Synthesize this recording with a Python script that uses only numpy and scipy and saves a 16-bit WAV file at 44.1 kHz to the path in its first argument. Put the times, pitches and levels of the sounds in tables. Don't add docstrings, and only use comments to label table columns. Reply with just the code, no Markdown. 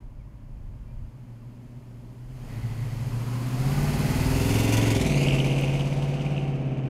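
import sys
import numpy as np
from scipy import signal
from scipy.fft import rfft, irfft
from scipy.io import wavfile
from scipy.ndimage import uniform_filter1d

SR = 44100
rng = np.random.default_rng(int(sys.argv[2]) if len(sys.argv) > 2 else 0)


def transcribe(signal):
    frames = np.atleast_2d(signal).T
    limited = np.clip(frames, -1, 1)
    pcm = np.round(limited * 32767).astype(np.int16)
    wavfile.write(sys.argv[1], SR, pcm)


N = 303839
TIME = np.arange(N) / SR

# (time [s], speed [firings per s])
ENGINE_SPEED = [(0.0, 103.5), (0.46, 103.6), (0.85, 111.1), (1.25, 115.9), (1.6, 119.0), (1.85, 118.9),
                (2.2, 119.6), (2.34, 130.8), (2.48, 108.8), (2.65, 112.2), (2.97, 111.9), (3.3, 119.8),
                (3.58, 124.7), (3.75, 144.4), (3.95, 147.4), (4.2, 157.0), (4.45, 167.4), (4.69, 176.5),
                (4.9, 178.6), (5.02, 160.1), (5.13, 142.6), (5.35, 135.5), (5.8, 138.8), (6.29, 142.1),
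                (6.5, 138.7), (6.7, 132.9), (6.89, 131.4)]
# (time [s], share of full load [0-1])
ENGINE_LOAD = [(0, 0), (.98, 0.13), (2.25, 0.21), (2.5, 0.58), (3.05, 0.67), (3.52, 0.75), (3.7, 0.88),
               (4.83, 0.95), (5.09, 0.85), (5.41, 0.79), (6.38, 0.7), (6.55, 0.66), (6.89, 0.63)]
PIPE_OF_CYLINDER = [0, 1, 1, 0, 1, 0, 0, 1]
# (strength before the unevenness factor [dB], lateness [firing intervals])
CYLINDERS = [(3.9, 0.0076), (5.3, 0.12), (10.3, .02), (6.2, -0.048), (2.5, -0.11), (10.2, -.05),
             (3.3, -.02), (1.8, 0)]
UNEVEN_IDLE, UNEVEN_PER_LOAD = 0.7, 1

PASS_S, PASS_M, PASS_M_PER_S, ACCEL_M_PER_S2 = 4.614, 4.52, 4.31, 1
PIPE_SPACING_M, SOUND_M_PER_S = 0.76, 343
# (start [s], end [s])
PIPES_TURN_S = [4.34, 5.28]
VOICES = { "boom": (-22.5, 26, 1, 4.5, 3), "bark": (-29.5, 23.5, 5, 5.5, 0.5),
          "blat": (-40.5, 25.5, 4, 10.5, 1), "rush": (-35, 29.5, 3.5, 2.1, -21),
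          "rasp": (-41, 25.5, 8.5, 11, 0.5), "hiss": (-38, 24.5, 12.5, 3.5, 0.5),
          "rumble": (-34.5, 22, 14, 8, 8)}

# (pitch [cycles per eight firings], from the front [dB], from the side [dB], from behind [dB])
EXHAUST_NOTES = [(3, 5, 8, 3), (4, 0, 3, -4), (5, 7, 10, 1), (6, 0, -7, -10), (7, -3, -1, -11),
                 (8, 12, 5, 8), (9, 2, 1, 5.5), (10, 1, -8, -1), (11, 1, 7, 2), (12, -8, 3, -11),
                 (13, -3, 14, 3), (14, -12, 8, -6), (15, -6, 8, 3), (16, -2, 10, 0), (17, -1, 0, 7),
                 (18, -8, 4, 5), (19, -9, 8, 7), (20, -9, 8, 4), (21, -3, 4, 9), (22, -5, 1, -2),
                 (23, -5, 1, -3), (24, -6, 5, 1), (25, -11, 4, 1), (26, -13, 5, 4), (27, -11, 3, 1),
                 (28, -12, 0, 9), (29, -10, -2, 2), (30, -7, -2, 4), (31, -7, -4, 0), (32, -5, -1, -2),
                 (33, -10, 1, -1), (34, -7, 4, 1), (35, -9, 2, -1), (36, -7, -3, -1), (37, -7, 5, 0),
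                 (38, -5, 6, 7), (39, -10, 4, -1), (40, -7, 0, -1)]
# (pitch [cycles per eight firings], gain [dB])
IDLE_NOTES = [(4, 6), (9, -3), (10, -11), (11, -7), (12, 4), (14, 3), (15, -4), (16, 5), (17, -5), (20, 2),
              (25, 7), (26, 6), (27, 4)]
# (start [s], end [s])
THROTTLE_OPENS_S = [2.23, 2.7]
PASSING_ROUGHNESS = 0.44
# (frequency [Hz], gain [dB])
PIPE_RESONANCES = [(30.0, -19), (55.0, -2.5), (80.0, -7.5), (100.0, -4), (115.0, 11), (135.0, 9.5),
                   (165.0, -4.5), (200.0, -4.5), (230.0, -6.5), (260.0, -4), (300.0, -14.5), (345.0, -17.5),
                   (400.0, -9), (450.0, -27.5), (510.0, -15.5), (580.0, -20.5), (650.0, -17),
                   (800.0, -33.5)]
# (frequency [Hz], relative level [dB])
MUFFLER_COLOUR = [(30, -36), (55, 4), (80, 0), (100, 4), (120, 1), (140, 2), (165, -16), (200, -9.5),
                  (260, -14.5), (330, -18), (400, -32), (460, -23), (650, -24.5), (1100, -38)]
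# (time [s], gain [dB])
BOOM_LEVEL = [(0, 1), (1.5, -1), (2.33, 0.5), (2.45, -11), (2.58, 1), (3.42, -0.7), (3.51, -3), (3.6, 1.5),
              (3.95, -1.5), (4.4, 0.5), (4.9, 0), (5.3, -1), (6.1, -0.6), (6.89, 0)]
# (time [s], gain [dB])
BARK_LEVEL = [(.4, -5.5), (1.6, 4), (2.3, 0.5), (2.9, -3.5), (3.5, 2.5), (4.8, -0.5), (5.4, 1.5), (6.0, -3),
              (6.7, 4)]
# (time [s], level [dB])
BURBLE_LEVEL = [(0, -55), (.9, -47), (1.6, -47), (2.35, -51.5), (2.6, -36.5), (3.1, -33), (3.5, -39.5),
                (4.1, -62)]
BLAT_SHADE_DB = -31

# (frequency [Hz], relative level [dB])
RUSH_COLOUR = [(300, 8), (600, 7), (900, 5.5), (1300, 0), (1800, -3.5), (2400, -4.5), (4000, -19.5)]
# (frequency [Hz], relative level [dB])
RASP_BEHIND_COLOUR = [(1000, -68), (1700, -24.5), (2150, -6), (2520, -3.5), (2950, -7), (3420, -51),
                      (3800, -39), (4940, -39), (8360, -120)]
# (frequency [Hz], relative level [dB])
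RASP_SIDE_COLOUR = [(1600, -15), (1850, -11), (2080, -2.5), (2350, -7), (2750, 5), (3000, -1), (3250, -8),
                    (3550, -0.5), (4000, -26)]
# (start [s], end [s])
RASP_SIDE_TURN_S = [4.17, 4.6]
# (time [s], gain [dB])
RASP_SWELL = [(3.2, -1.5), (4.25, -0.5), (4.75, -0.5), (5.12, -2), (5.3, -0.5), (5.65, 0.5), (5.95, -5),
              (6.38, -0.5), (6.6, -3.5)]
# (frequency [Hz], relative level [dB])
HISS_FRONT_COLOUR = [(1880, -28.5), (3200, -16), (3700, -3), (4430, -1.5), (5150, -2), (5730, -6.5),
                     (6540, -3), (7720, -7.5), (11700, -7), (13700, -11), (15600, -16.5)]
# (frequency [Hz], relative level [dB])
HISS_BEHIND_COLOUR = [(1880, -14), (3200, -0.5), (3490, 0), (3980, -3.5), (4500, -4), (5540, -10),
                      (6330, -4), (7220, -10), (10900, -14), (14200, -22.5), (15600, -35)]
# (start [s], end [s])
HISS_TURN_S = [4.23, 5.17]
# (time [s], gain [dB])
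HISS_SWELL = [(5.5, 0), (6.05, 1), (6.4, 0.5), (6.55, -3)]
PUFF_FAR, PUFF_ABREAST = .08, 0.82
# (time [s], strength [factor])
GAS_JETS = [(4.55, 0), (4.75, 0.83), (5, 1), (5.15, 0.15), (5.3, 0.33)]
# (frequency [Hz], relative level [dB], time to fall 60 dB [s])
TIP_MODES = [(2250, -17, .012), (2500, -12.5, .014), (2780, -9.5, .015), (3020, -10, .012)]
# (time [s], lag [s], share [factor])
ROAD_BOUNCE = [(4.6, .00068, 0), (5.02, .00053, .35), (5.1, .00048, .42), (5.28, .00036, .45),
               (5.45, .00034, .2)]
# (time [s], level before the shared gain and envelope [dB], ring before its sag [Hz])
CRACKS = [(5.0594, -26, 2420), (5.0958, -29, 2640), (5.1442, -23, 2570), (5.1687, -31, 2600),
          (5.2071, -27.5, 2370), (5.25, -23, 2400), (5.2644, -21.5, 2560), (5.285, -17.5, 3000),
          (5.307, -23, 2850), (5.3224, -23, 2800), (5.343, -24, 2760), (5.3647, -26, 2500),
          (5.3895, -27, 2630), (5.4014, -19, 3000), (5.462, -25, 2550), (5.4993, -27, 2810),
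          (5.5183, -26, 2920), (5.5795, -37, 2650), (5.636, -22, 2540), (5.6805, -31, 2900),
          (5.694, -29, 2630), (5.7518, -30, 2260), (5.7748, -34, 2770), (5.7962, -28, 2960),
          (5.8087, -24.5, 2940), (5.9244, -35, 2240), (6.0256, -35, 3080), (6.14, -37, 2850),
          (6.1966, -39, 3030), (6.209, -30, 2860), (6.2647, -27.5, 2470), (6.3654, -32, 2670),
          (6.3794, -24.5, 2670), (6.72, -42, 2680)]

# (time [s], level [dB])
INTAKE_LEVEL = [(2.3, -94), (2.52, -56), (2.8, -55.5), (3.05, -56), (3.35, -48), (3.6, -48), (4.2, -41.5),
                (4.5, -43.5), (4.9, -40.5), (5.2, -79)]
# (frequency [Hz], width [Hz], head-on [dB], turning [dB], abreast [dB])
INTAKE_MODES = [(1017, 130, -9, 2, -3.5), (1276, 110, -16, -2, -14), (1465, 53, -10, -15, -2),
                (2000, 190, 2.5, -12, 3), (2520, 200, -7.5, -14, 2), (4440, 150, -7.5, -17, -3.5)]
# (head-on [s], turning [s], abreast [s])
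INTAKE_VIEW_S = [2.9, 3.23, 4.06]
# (time [s], level [dB])
WHINE_LEVEL = [(2.9, -100), (3.3, -59), (3.55, -51), (3.75, -43.5), (4.5, -45.5), (4.9, -41.5), (5.15, -62),
               (6.3, -46), (6.89, -53)]
# (pitch [cycles per firing], relative level [dB], gain from behind [dB])
WHINE_TONES = [(5.52, 0, 0), (8.25, -7, -12), (10.25, -9, -7)]
# (time [s], level before the noise band [dB])
TICKS = [(5.6108, -38)]

# (frequency [Hz], relative level [dB])
WIND_COLOUR = [(8.2, -36), (14, -18), (27, -2.5), (40, -4), (57, -4.5), (75, -35), (85, -6.5), (110, -32),
               (190, -120)]
# (time [s], length [s], level [dB])
GUSTS = [(0.13, 0.34, -41), (0.68, 0.36, -37), (1.007, 0.11, -34.5), (2.543, 0.55, -41),
         (3.052, 0.39, -40.5), (3.745, 0.22, -35), (4.256, 0.15, -32)]
BREEZE_DB = -51.5
# (frequency [Hz], relative level [dB])
TOWN_COLOUR = [(88, -32), (150, -10.5), (179, -9), (263, -10.5), (428, -27.5), (607, -19.5), (695, -30.5),
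               (966, -25), (1290, -35), (2180, -40), (3690, -57), (11800, -84), (15500, -57)]
TOWN_DB = -55
# (time [s], start pitch [Hz], end pitch [Hz], length [s], level [dB])
CHIRPS = [(0.188, 2490, 2050, 0.043, -66), (.86, 2290, 2450, .08, -69)]
CUTOFF_HZ = 15550


def from_db(db):
    return 10 ** (np.asarray(db) / 20)


def in_time(rows):
    s, *columns = np.transpose(rows)
    return [np.interp(TIME, s, column) for column in columns]


def rms_one(x):
    return x / np.sqrt(np.mean(x ** 2) + 1e-20)


def band(x, low_hz, high_hz):
    return signal.sosfilt(signal.butter(4, [low_hz, high_hz], "band", fs=SR, output="sos"), x)


def steady(x):
    size = SR // 7
    power = uniform_filter1d(uniform_filter1d(x * x, size), size)
    return x / np.sqrt(np.abs(power) + 1e-20)


def colour(x, spectrum):
    size = 16384
    hz, db = np.transpose(spectrum)
    octaves = np.log2(np.maximum(np.arange(size // 2 + 1) * SR / size, 1))
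    outside = np.abs(octaves - np.clip(octaves, np.log2(hz[0]), np.log2(hz[-1])))
    level_db = np.interp(octaves, np.log2(hz), db) - 24 * np.minimum(outside, 3)
    cepstrum = irfft(np.log(from_db(level_db)))
    cepstrum[1:size // 2] *= 2
    cepstrum[size // 2 + 1:] = 0
    response = irfft(np.exp(rfft(cepstrum)))
    return signal.fftconvolve(x, response)[:N]


def noise():
    return rng.standard_normal(N)


def path():
    since_s = TIME - PASS_S
    along_m = PASS_M_PER_S * since_s + .5 * ACCEL_M_PER_S2 * since_s ** 2
    metres = np.hypot(PASS_M, along_m)
    behind = np.interp(TIME, PIPES_TURN_S, [0, 1])
    return metres, PASS_M / metres, behind


def loudness(voice):
    full_db, load_db, distance_db, behind_db, beam = VOICES[voice]
    load, = in_time(ENGINE_LOAD)
    _, abreast, behind = path()
    db = full_db + load_db * (load - 1)
    db = db + distance_db * np.log2(abreast)
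    return from_db(db + behind_db * behind ** abs(beam))


def firings(count, lag_s, uneven, scatter_db, jitter_ms):
    n = np.arange(int(count[-1]))
    chance = rng.standard_normal((len(n), 2))
    cylinder = n % len(CYLINDERS)
    strength_db, late = np.array(CYLINDERS)[cylinder].T
    at_s = np.interp(n + late, count, TIME)
    size_db = strength_db + scatter_db * chance[:, 0]
    size = from_db(size_db * np.interp(at_s, TIME, uneven))
    pipe_delay_s = np.array(PIPE_OF_CYLINDER)[cylinder] * np.interp(at_s, TIME, lag_s)
    at_s = at_s + pipe_delay_s + jitter_ms * chance[:, 1] / 1000
    samples = np.clip(np.round(at_s * SR).astype(int), 0, N - 1)
    return np.bincount(samples, size, N)


def puffs(clicks, rise_s, decay_s):
    rise, decay = np.exp(-1 / (np.array([rise_s, decay_s]) * SR))
    return steady(signal.lfilter([1], [1, -rise - decay, rise * decay], clicks + 1e-18))


def notes(count, per_s):
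    s, knots = TIME[::400], TIME[::3000]
    side = np.interp(s, [3.6, 4.3], [0, 1])
    rear = np.interp(s, [4.95, 5.2], [0, 1])
    idling = np.interp(s, THROTTLE_OPENS_S, [1, 0])
    cycle_hz = np.interp(s, TIME, per_s) / 8
    angle = 2 * np.pi * (count - 3.9) / 8
    waver_depth = 1 + PASSING_ROUGHNESS * (side - rear)
    idle_db = dict(IDLE_NOTES)
    out = 0
    for order, front_db, side_db, rear_db in EXHAUST_NOTES:
        db = (1 - side) * front_db + (side - rear) * side_db + rear * rear_db
        db = db + np.interp(order * cycle_hz, *np.transpose(PIPE_RESONANCES))
        db = db + idling * idle_db.get(order, 0)
        swell, wander = .065 * np.sqrt(order) * rng.standard_normal((2, len(knots)))
        wander = wander + .9 * max(abs(order - 8) - 1, 0) * rng.standard_normal()
        gain = from_db(db) * (1 + waver_depth * np.interp(s, knots, swell))
        out = out + np.interp(TIME, s, gain) * np.cos(order * angle + np.interp(TIME, knots, wander))
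    return out


def tailpipe(x, pipe_hz, reflection):
    share = np.clip(reflection, 0, .8)
    return sum(share ** k * np.interp(TIME - k / pipe_hz, TIME, x, left=0) for k in range(5))


def exhaust(clicks, count, per_s, flow, bark_rough, blat_rough):
    boom_db, = in_time(BOOM_LEVEL)
    bark_db, = in_time(BARK_LEVEL)
    burble_db, = in_time(BURBLE_LEVEL)
    tone = notes(count, per_s)
    strokes = tailpipe(colour(clicks, MUFFLER_COLOUR), pipe_hz=131.0, reflection=0.35)
    turbulence = tailpipe(colour(noise() * flow, MUFFLER_COLOUR), pipe_hz=127.9, reflection=0.56)

    boom = loudness("boom") * from_db(boom_db) * steady(band(tone, 39.7, 183.6))
    burble = from_db(burble_db) * steady(band(clicks * noise() + 1e-12, 118.4, 141.7))

    bark = steady(band(tone, 194.2, 472))
    bark = bark + bark_rough * steady(band(turbulence, 155, 453))
    bark = loudness("bark") * from_db(bark_db) * steady(bark)

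    blat = 1.34 * steady(band(tone, 450, 970))
    blat = blat + steady(band(strokes, 582, 1010))
    blat = blat + blat_rough * steady(band(turbulence, 398, 1220))
    in_view = np.interp(TIME, [2.2, 3.45, 3.95], [.35, .14, 1])
    blat = loudness("blat") * from_db(BLAT_SHADE_DB * (1 - in_view)) * steady(blat)
    return boom + burble + bark + blat


def ring_tips(at, level_db, scatter_db):
    out = np.zeros(N)
    for hz, mode_db, t60_s in TIP_MODES:
        strike_db = level_db + mode_db + rng.normal(0, scatter_db, len(at))
        strikes = np.bincount(at, from_db(strike_db), N)
        r = from_db(-60 / (t60_s * SR))
        w = 2 * np.pi * hz / SR
        out += signal.lfilter([0, np.sin(w)], [1, -2 * r * np.cos(w), r * r], strikes + 1e-18)
    return band(out, 1950, 3250)


def crackle(clicks, spread_db):
    at = np.flatnonzero(clicks)
    size_db = spread_db * np.minimum(rng.exponential(1, len(at)), 3)
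    return steady(ring_tips(at, size_db, scatter_db=4) + 1e-9)


def road_echo(x, dull_hz):
    lag_s, share = in_time(ROAD_BOUNCE)
    bounce = signal.sosfilt(signal.butter(2, dull_hz, fs=SR, output="sos"), x)
    return x + share * np.interp(TIME - lag_s, TIME, bounce)


def rushing(clicks, flow, puff_share, clear_m, dull_db_per_m):
    metres, _, behind = path()
    share = np.clip(puff_share, 0, 1)
    gate = 1 - share + share * flow
    rush = steady(colour(noise() * np.sqrt(gate), RUSH_COLOUR))

    jet_strength, = in_time(GAS_JETS)
    spurts = jet_strength * puffs(clicks ** 4, rise_s=.005, decay_s=.007)
    jet = noise() * (gate ** .7 + spurts)
    tears = puffs(clicks, rise_s=.0004, decay_s=.003)
    bursts = noise() * (.9 * gate + .6 * spurts + .35 * tears)

    rasp_behind = steady(colour(bursts, RASP_BEHIND_COLOUR))
    rasp_behind = steady(rasp_behind + .8 * crackle(clicks, spread_db=1.3))
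    beside = np.interp(TIME, RASP_SIDE_TURN_S, [0, 1])
    rasp_front = steady(band(noise() * gate, 1730, 3360))
    rasp_side = steady(colour(bursts, RASP_SIDE_COLOUR))
    rasp_ahead = (1 - beside) * rasp_front + beside * rasp_side
    rasp = behind * rasp_behind + (1 - behind) * rasp_ahead

    turned = np.interp(TIME, HISS_TURN_S, [0, 1])
    hiss = (1 - turned) * steady(colour(jet, HISS_FRONT_COLOUR))
    hiss = hiss + turned * steady(colour(jet, HISS_BEHIND_COLOUR))
    dull = signal.sosfilt(signal.butter(1, 4000, fs=SR, output="sos"), hiss)
    top_db = -dull_db_per_m * behind * np.maximum(metres - clear_m, 0)
    hiss = dull + from_db(top_db) * (hiss - dull)
    hiss = signal.sosfilt(signal.butter(4, 3700, "high", fs=SR, output="sos"), hiss)

    rasp_db, = in_time(RASP_SWELL)
    hiss_db, = in_time(HISS_SWELL)
    treble = loudness("rasp") * from_db(rasp_db) * steady(rasp)
    treble = treble + loudness("hiss") * from_db(hiss_db) * steady(hiss)
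    return loudness("rush") * rush + road_echo(treble, dull_hz=9000)


def wind():
    power = from_db(BREEZE_DB) ** 2 + loudness("rumble") ** 2
    for s, length_s, db in GUSTS:
        power = power + from_db(db) ** 2 * np.exp(-(2 * (TIME - s) / length_s) ** 2)
    return np.sqrt(power) * steady(colour(noise(), WIND_COLOUR))


def town():
    return from_db(TOWN_DB) * rms_one(colour(noise(), TOWN_COLOUR))


def bird():
    out = np.zeros(N)
    for s, start_hz, end_hz, length_s, db in CHIRPS:
        progress = np.clip((TIME - s) / length_s, 0, 1)
        turns = np.cumsum(start_hz + (end_hz - start_hz) * progress) / SR
        out += from_db(db) * np.sin(np.pi * progress) * np.sin(2 * np.pi * turns)
    return out


def intake():
    level_db, = in_time(INTAKE_LEVEL)
    air = 0
    for hz, width_hz, *view_db in INTAKE_MODES:
        resonance = signal.iirpeak(hz, hz / width_hz, fs=SR)
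        ringing = rms_one(signal.lfilter(*resonance, noise()))
        air = air + from_db(np.interp(TIME, INTAKE_VIEW_S, view_db)) * ringing
    return from_db(level_db) * steady(air)


def whine(count, waver_depth):
    level_db, = in_time(WHINE_LEVEL)
    _, _, behind = path()
    out = 0
    for per_firing, db, behind_db in WHINE_TONES:
        waver = 1 + waver_depth * rms_one(band(noise(), 4.8, 34.0))
        wobble = 0.86 * rms_one(band(noise(), 2.2, 17.3))
        tone = np.sin(2 * np.pi * per_firing * count + wobble)
        out = out + from_db(db + behind_db * behind) * waver * tone
    return from_db(level_db) * out


def cracks(gain_db, rise_s, decay_s, sag_share, sag_s, tail_db, tail_s, snap_db, snap_s):
    out, t = np.zeros(N), TIME[:SR // 20]
    envelope = np.exp(-t / decay_s) + from_db(tail_db) * np.exp(-t / tail_s)
    envelope = envelope * (1 - np.exp(-t / rise_s))
    turns = np.cumsum(1 + sag_share * (np.exp(-t / sag_s) - .7)) / SR
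    for s, db, hz in CRACKS:
        start = int(s * SR)
        burst = rng.standard_normal(len(t)) * np.exp(-t / snap_s)
        snap = from_db(snap_db) * band(burst, 1400, 3300)
        ring = envelope * np.sin(2 * np.pi * hz * turns)
        out[start:start + len(t)] += from_db(db + gain_db) * (ring + snap)
    return out


def ticks(decay_s):
    envelope = 0
    for s, db in TICKS:
        envelope = envelope + from_db(db) * (TIME >= s) * np.exp(-np.abs(TIME - s) / decay_s)
    return envelope * band(noise(), 6000, 15500)


def scene():
    per_s, = in_time(ENGINE_SPEED)
    load, = in_time(ENGINE_LOAD)
    _, abreast, _ = path()
    count = np.cumsum(per_s) / SR
    lag_s = abreast * PIPE_SPACING_M / SOUND_M_PER_S
    uneven = UNEVEN_IDLE + UNEVEN_PER_LOAD * load
    clicks = firings(count, lag_s, uneven, scatter_db=.9, jitter_ms=.06)
    flow = puffs(clicks, rise_s=0.0018, decay_s=0.019)
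    puff_share = PUFF_FAR + (PUFF_ABREAST - PUFF_FAR) * abreast ** 3

    truck = exhaust(clicks, count, per_s, flow, bark_rough=.22, blat_rough=.45)
    truck = truck + rushing(clicks, flow, puff_share, clear_m=5.1, dull_db_per_m=2.0)
    truck = truck + intake() + whine(count, waver_depth=0.61)
    truck = truck + cracks(gain_db=2.0, rise_s=0.00048, decay_s=0.0013, sag_share=.22, sag_s=0.0053,
                           tail_db=-12.5, tail_s=0.0063, snap_db=-11, snap_s=0.00076)
    truck = truck + ticks(decay_s=0.0024)
    return (truck + wind() + town() + bird())[None]


def record(dry):
    to_edge_s = np.minimum(TIME, TIME[-1] - TIME)
    eased = dry * np.minimum(to_edge_s / .008, 1) ** 2
    return signal.sosfilt(signal.ellip(10, .1, 80, CUTOFF_HZ, fs=SR, output="sos"), eased)


dry = scene()
out = record(dry)
transcribe(out)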